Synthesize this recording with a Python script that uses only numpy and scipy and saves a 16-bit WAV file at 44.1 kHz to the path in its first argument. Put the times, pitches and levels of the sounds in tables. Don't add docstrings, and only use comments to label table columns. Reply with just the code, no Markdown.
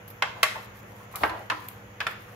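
import sys
import numpy as np
from scipy import signal
from scipy.fft import rfft, irfft, next_fast_len
from scipy.io import wavfile
from scipy.ndimage import uniform_filter1d, map_coordinates

SR = 44100
rng = np.random.default_rng(int(sys.argv[2]) if len(sys.argv) > 2 else 0)


def nominal_scale(level):
    x = np.asarray(level, float) / 20
    return 10 ** x


def wav_out(sig):
    wavfile.write(sys.argv[1], SR, np.round(np.clip(np.atleast_2d(sig).T, -1, 1) * 32767).astype(np.int16))


N = 103635

# (frequency [Hz], level [dB])
TICK_COLOUR = [(600, -50), (1500, -7), (3000, -0.5), (7000, -8), (9000, -4.5), (13000, 5), (15500, -9),
               (16800, -1.5)]
PATCHY_DB = 1.3
MAINS_HZ = 99.82
TICK_ROOM_DB = -3.5


def foil(centre_hz, mode_hz, mode_db, bright_db, rise_s, narrow=1, count=70):
    # (frequency over the centre [ratio], level [dB])
    mode_levels = [(.15, -33), (.3, -13), (.6, -4), (1.05, 2), (1.6, 1), (2.5, -4.5), (5, -15), (12, -42)]
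    # (frequency [Hz], t60 [s])
    mode_t60 = [(300, 0.22), (1000, 0.15), (3000, 0.077), (8000, 0.019), (15000, .03)]
    # (frequency [Hz], level [dB])
    edge_colour = [(1500, -9), (4000, 0.5), (7000, 1.5), (12000, -1), (16000, -10.5)]
    spread, mode_cycles = 0.82, 80
    t = np.arange(SR // 6) / SR
    draw = rng.random((count, 4))
    hz = centre_hz * 2 ** (5 * (np.arange(count) + draw[:, 0]) / count - 2.5)
    strength = nominal_scale(along(mode_levels, (hz / centre_hz) ** narrow) + 2.8 * draw[:, 1])
    decay = nominal_scale(-60 * t / along(mode_t60, hz)[:, None])
    gain = strength[:, None] * decay
    apart = spread * np.sqrt(hz / 1000) * (2 * draw[:, 3] - 1)
    phase = 2 * np.pi * (hz[:, None] * t + draw[:, 2:3])
    ring = np.array([np.sum(gain * np.sin(phase + side * apart[:, None]), 0) for side in (1, -1)])
    ring = ring / np.abs(ring).max()
    ring = ring + nominal_scale(mode_db - 60 * t * mode_hz / mode_cycles) * np.sin(2 * np.pi * mode_hz * t)
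    snap = 1 + 1.76 * np.exp(-t / 0.0037)
    edge = burst(edge_colour, t60=0.046, rise_s=0.00094)[:, :len(t)]
    return ring * (1 - np.exp(-t / rise_s)) * snap + nominal_scale(bright_db + 10) * edge


def knocks():
    # (time [s], peak [dB], centre [Hz], strongest mode [Hz], brightness [dB])
    hits = [
        (.223, -8.5, 1637, 2220, -30),
        (.43, -4, 2005, 2083, -17),
        (1.2349, -8.5, 1098, 1640, -42),
        (1.296, -24.5, 1520, 4190, -27),
        (1.5, -11, 1736, 1020, -31.5),
        (1.518, -19.5, 1111, 1044, -33),
        (2.004, -16.5, 1678, 2500, -28),
        (2.012, -21, 1603, 1565, -40),
        (2.067, -13, 1561, 1936, -27),
    ]
    out = np.zeros((2, N + SR))
    for s, db, hz, mode_hz, bright_db in hits:
        add(out, s - .0004, nominal_scale(db - 4.5) * foil(hz, mode_hz, -11, bright_db, rise_s=0.00099))
    return out[:, :N]


def panels():
    ringing = [(.222, [(782, -24, 0.1), (1086, -13.5, 0.028), (1500, -24, 0.082), (2076, -18, 0.06),
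               (1855, -27, 0.047), (2640, -23, .07), (3140, -31.5, 0.14)]), (0.4302, [(631, -31, 0.25),
               (1131, -16, 0.11), (1820, -19.5, 0.062), (2092, -12, 0.042), (2576, -16.5, 0.045),
               (3680, -27, 0.035), (4500, -28, 0.053)]), (.556, [(624, -37, 0.13), (888, -30, 0.1),
               (1060, -35.5, .1)]), (1.139, [(710, -36, 0.022), (1050, -32, 0.027), (2020, -38, 0.017)]),
               (1.151, [(765, -44, 0.026), (1202, -28.5, 0.034), (2390, -40, 0.082), (2110, -43, .12)]),
               (1.234, [(326, -32, 0.094), (865, -17, 0.053), (1200, -19, 0.048), (1590, -17, 0.076),
               (2170, -25, 0.033)]), (1.294, [(318, -40, 0.23), (998, -30.5, 0.29), (1315, -32, 0.046),
               (1760, -43, 0.14)]), (1.5, [(637, -43, .15), (986, -31.5, 0.33), (1032, -17.5, 0.066),
               (1423, -25, .05), (1762, -20.5, 0.052)]), (1.5163, [(309, -43, 0.41), (1296, -22, 0.055)]),
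               (2.0045, [(1676, -26, 0.053), (2565, -31, 0.035), (3340, -30.5, 0.026), (4800, -38, .02)]),
               (2.0123, [(990, -31, 0.064), (1686, -22, 0.041)]), (2.0668, [(424, -35, 0.032),
               (1367, -21, 0.06), (1870, -26, 0.038), (2460, -32, 0.061), (3000, -36.5, 0.11),
               (3470, -29, 0.058)])]
    waver, apart = 0.54, .45
    out, t = np.zeros((2, N + SR)), np.arange(SR // 3) / SR
    sides = np.array([[1], [-1]])
    for s, modes in ringing:
        ring = 0
        for hz, db, t60 in modes:
            phase = 2 * np.pi * hz * t + waver * wobble(63, size=len(t))
            phase = phase + apart * sides * rng.standard_normal()
            ring = ring + nominal_scale(db - 60 * t / max(t60, .01)) * np.sin(phase)
        add(out, s, ring * (1 - np.exp(-t / 0.00094)))
    return out[:, :N]


def rattles():
    # (time [s], peak [dB], centre [Hz])
    settlings = [(0.233, -18, 1113), (.369, -35, 986), (.433, -9, 2005), (.556, -24.5, 865),
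                 (.566, -27.5, 926), (.919, -37, 576), (1.001, -33, 1009), (1.141, -28, 1086),
                 (1.16, -22, 1170), (1.25, -12.5, 1095), (1.311, -22, 930), (1.325, -31, 898),
                 (1.337, -22.5, 792), (1.368, -30.5, 958), (1.394, -28.5, 632), (1.501, -16, 1824),
                 (1.556, -48, 1000), (2.068, -52, 423), (1.736, -43, 988), (2.109, -25, 1517),
                 (2.281, -35.5, 1190)]
    out = np.zeros((2, N + SR))
    for s, db, hz in settlings:
        add(out, s - .002, nominal_scale(db - 2) * foil(hz, hz, -7, -56, rise_s=0.012, narrow=1.43, count=36))
    return out[:, :N]


def drags():
    # (start [s], length [s], level [dB])
    slides = [
        (.33, 0.12, -47.5),
        (.9, 0.3, -62),
        (1.11, 0.12, -46.5),
        (1.2, 0.06, -33.5),
        (1.25, 0.21, -45),
        (1.54, 0.14, -60),
        (2.09, 0.19, -58),
    ]
    # (frequency [Hz], level [dB])
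    drag_colour = [(200, 1.5), (400, -3.5), (700, 6.5), (1050, 2), (1800, -9), (3500, -13), (6000, -23.5)]
    return pressure(slides, edge=0.79) * nominal_scale(0.84 * wobble(100)) * rush(drag_colour, PATCHY_DB)


def thud():
    out, t = np.zeros((2, N + SR)), np.arange(SR // 4) / SR
    body = np.sin(2 * np.pi * 71 * t) + nominal_scale(0.5) * np.sin(2 * np.pi * 299.4 * t)
    swell = nominal_scale(-36 - 60 * t / 0.28) * (1 - np.exp(-t / 0.005))
    out[:, round(1.225 * SR):][:, :len(t)] += swell * body
    return out[:, :N]


def slices():
    # (start [s], length [s], level [dB])
    cuts = [(0.068, 0.086, -70), (.54, .13, -56.5), (0.742, 0.07, -59), (.86, 0.092, -64.5),
            (.95, 0.11, -60), (1.11, 0.043, -57.5), (1.16, .11, -48), (1.26, 0.048, -54.5),
            (1.366, 0.11, -63), (1.52, 0.094, -61), (1.598, 0.096, -56.5), (1.685, 0.069, -69),
            (2.075, 0.062, -56), (2.19, 0.23, -62.5)]
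    # (frequency [Hz], level [dB])
    slice_colour = [(2000, -31), (4000, -2.5), (6500, -8), (8200, -5.5), (10000, -4), (12500, 0),
                    (16000, -6)]
    grit_db = 0.91 * wobble(40.05) + 1.5 * wobble(470)
    return pressure(cuts, edge=0.16) * nominal_scale(grit_db) * rush(slice_colour, PATCHY_DB)


def ticks():
    # (time [s], peak [dB], t60 [s])
    releases = [(.7565, -59, 0.021), (0.771, -49, .006), (.777, -55, .008), (.79, -50, .012),
                (.798, -58, 0.009), (.8295, -51, .01), (.909, -56, .01), (.921, -51, .008),
                (0.966, -54, .012), (.984, -59, .01), (1.125, -50, 0.027), (1.1568, -31.5, 0.049),
                (1.278, -44, 0.016), (1.2945, -50, 0.025), (1.3935, -50, 0.014), (1.439, -58, .01),
                (1.686, -32, 0.0054), (1.686, -39, 0.026), (1.718, -60, 0.012), (2.03, -45, .01),
                (2.11, -47, .03), (2.207, -54, 0.022), (2.221, -49, .008), (2.25, -58, .008),
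                (2.2775, -59, 0.008), (2.301, -57, 0.014), (2.3227, -52.5, 0.012)]
    out = np.zeros((2, N + SR))
    for s, db, t60 in releases:
        add(out, s, nominal_scale(db + 4.5) * burst(TICK_COLOUR, t60, rise_s=0.00023), TICK_ROOM_DB)
    return out[:, :N]


def pops():
    # (time [s], frequency [Hz], peak [dB], half length [s])
    cracks = [
        (1.1575, 12500, -33, .0003),
        (1.6861, 13500, -24, .0003),
        (1.6861, 8000, -36, .0003),
        (2.0685, 12000, -42, .0003),
    ]
    out, t = np.zeros((2, N + SR)), np.arange(-100, 100) / SR
    for s, hz, db, half_s in cracks:
        phase = 2 * np.pi * hz * t + rng.uniform(0, 1, (2, 1))
        bell = np.exp(-(t / half_s) ** 2)
        add(out, s + t[0], nominal_scale(db) * bell * np.cos(phase), TICK_ROOM_DB)
    return out[:, :N]


def tinks():
    # (time [s], peak [dB])
    touches = [
        (0.0774, -31.5),
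        (0.101, -32),
    ]
    # (frequency [Hz], level [dB], t60 [s])
    blade = [(11400, -4, 0.056), (12000, -8, 0.022), (12480, 0, 0.05), (13590, -3, 0.066), (14350, -6, .03),
             (15400, -5, 0.032)]
    out, t = np.zeros((2, N + SR)), np.arange(SR // 10) / SR
    for s, db in touches:
        ring = 0
        for hz, level, t60 in blade:
            mode_db = level + rng.normal(0, 3.2, (2, 1)) - 60 * t / min(t60, .08)
            ring = ring + nominal_scale(mode_db) * np.sin(2 * np.pi * (hz * t + rng.random((2, 1))))
        contact = burst(TICK_COLOUR, 0.07, rise_s=0.0012)[:, :len(t)]
        add(out, s, nominal_scale(db - 9.5) * ring * (1 - np.exp(-t / 0.0013)) + nominal_scale(db - 12.5) * contact)
    return out[:, :N]


def hums():
    # (multiple of the mains hum [ratio], multiple of the fan [ratio], level [dB], pan [dB])
    hum_parts = [(1, 0, -54, 0), (0, 1, -51, .1), (2, 0, -56.5, .3), (1, 1, -67, .4)]
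    # (frequency [Hz], level [dB], pan [dB])
    whine_tones = [(484.4, -57, -5.5), (554, -71, -2), (325.5, -79.5, 13)]
    fan_hz, beat_s = 112.65, .0525
    t, sides = np.arange(N) / SR - beat_s, np.array([[.5], [-.5]])
    out = 0
    for m, k, db, pan_db in hum_parts:
        level = nominal_scale(db + pan_db * sides + .7 * wobble(5.05))
        out = out + level * np.cos(2 * np.pi * (m * MAINS_HZ + k * fan_hz) * t)
    for hz, db, pan_db in whine_tones:
        level = nominal_scale(db + pan_db * sides + 2.2 * wobble(9.24))
        out = out + level * np.sin(2 * np.pi * hz * t + 2.2 * wobble(6.9))
    return out


def lamp():
    t, sides = np.arange(N) / SR, np.array([[.5], [-.5]])
    cycle = MAINS_HZ / 2 * t - .93
    spit = np.exp(6 * (np.cos(2 * np.pi * cycle) - 1))
    drift = 1.5 * np.array([wobble(700), wobble(700)])
    return nominal_scale(-62 + 2.5 * wobble(23.5) + 3.5 * sides) * spit * np.sin(2 * np.pi * 13400 * t + drift)


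def air():
    # (frequency [Hz], level [dB])
    air_colour = [(25, -13), (60, -5.5), (150, -3), (250, -10.5), (500, -7), (1900, -11.5), (3500, -22.5),
                  (4500, -74)]
    # (frequency [Hz], level [dB])
    hiss_colour = [(2000, 8.5), (3200, -1.5), (5000, -5.5), (6900, 1.5), (8200, -18.5), (10500, -7.5),
                   (13500, -5.5), (16000, -10.5)]
    moving = nominal_scale(-49.5 + 0.11 * wobble(5.8)) * rush(air_colour, PATCHY_DB)
    return moving + nominal_scale(-56) * rush(hiss_colour, PATCHY_DB)


def add(out, s, sound, room_db=-2):
    # (frequency [Hz], t60 [s])
    kitchen_t60 = [(250, 0.97), (1000, 0.6), (4000, 0.5), (12000, 0.34)]
    feed_s, delay_s = .004, .006
    hz, t, z = signal.stft(rng.standard_normal((2, SR // 2)), SR, nperseg=256)
    fade = nominal_scale(-60 * t / along(kitchen_t60, hz)[:, None])
    tail = signal.istft(z * fade, SR, nperseg=256)[1]
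    crack = sound * np.exp(-np.arange(sound.shape[1]) / SR / feed_s)
    wet = nominal_scale(room_db) * signal.fftconvolve(crack, tail / np.linalg.norm(tail[0]), axes=1)
    for at, part in ((s, sound), (s + delay_s, wet)):
        out[:, round(at * SR):][:, :part.shape[1]] += part


def pressure(table, edge):
    now = np.arange(N) / SR
    total = 0
    for s, length, db in table:
        to_end = np.minimum(now - s, s + length - now)
        total = total + nominal_scale(db) * np.clip(to_end / (edge * length / 2), 0, 1)
    return total


def burst(spectrum, t60, rise_s):
    t = np.arange(SR // 5) / SR
    noise = unit(filtered(rng.standard_normal((2, len(t))), lambda hz: nominal_scale(along(spectrum, hz))))
    return noise * nominal_scale(-60 * t / max(t60, .003)) * (1 - np.exp(-t / rise_s))


def rush(spectrum, patchy_db):
    # (frequency [Hz], left-right likeness [correlation])
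    alike = [(60, 0.91), (180, 1), (550, 0.42), (1650, -0.15), (4970, 0.029), (15000, 0.009)]
    z = signal.stft(rng.standard_normal((2, N)), nperseg=512)[2]
    field = uniform_filter1d(rng.standard_normal(z.shape[1:]), size=6, axis=0)
    field = uniform_filter1d(field, size=10, axis=1)
    pair = signal.istft(z * nominal_scale(patchy_db * unit(field)), nperseg=512)[1][:, :N]

    def mid_side(hz):
        turn = np.arccos(np.clip(along(alike, hz), -1, 1)) / 2
        return nominal_scale(along(spectrum, hz)) * np.array([np.cos(turn), np.sin(turn)])

    mid, side = filtered(pair, mid_side)
    return unit(np.array([mid + side, mid - side]))


def unit(x):
    return x / np.sqrt(np.mean(x ** 2) + 1e-20)


def along(points, hz):
    f, v = np.transpose(points)
    return np.interp(np.log(hz + 1e-3), np.log(f), v)


def wobble(rate, size=N):
    knots = rng.standard_normal(int(size * rate / SR) + 4)
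    return map_coordinates(knots, [np.arange(size) * rate / SR])


def filtered(x, response):
    n = x.shape[-1]
    m = next_fast_len(n + 4096)
    return irfft(rfft(x, m) * response(np.fft.rfftfreq(m, 1 / SR)), m)[..., :n]


def scene():
    tray = knocks() + panels() + rattles() + drags() + thud()
    knife = slices() + ticks() + pops() + tinks()
    return tray + knife + hums() + lamp() + air()


def top_cut(x):
    return signal.sosfilt(signal.butter(12, 16700, fs=SR, output="sos"), x)


def record(dry):
    # (frequency [Hz], level [dB])
    mic_colour = [(30, -14), (45, 0), (7200, 0), (8300, -4), (9800, 0), (15750, 0), (15850, -38),
                  (16650, -40), (16750, -120)]
    x = dry / (1 + np.abs(dry / .75) ** 4) ** (1 / 4)
    mix = filtered(x, lambda hz: nominal_scale(along(mic_colour, hz)))
    return top_cut(mix)


dry = scene()
out = record(dry)
wav_out(out)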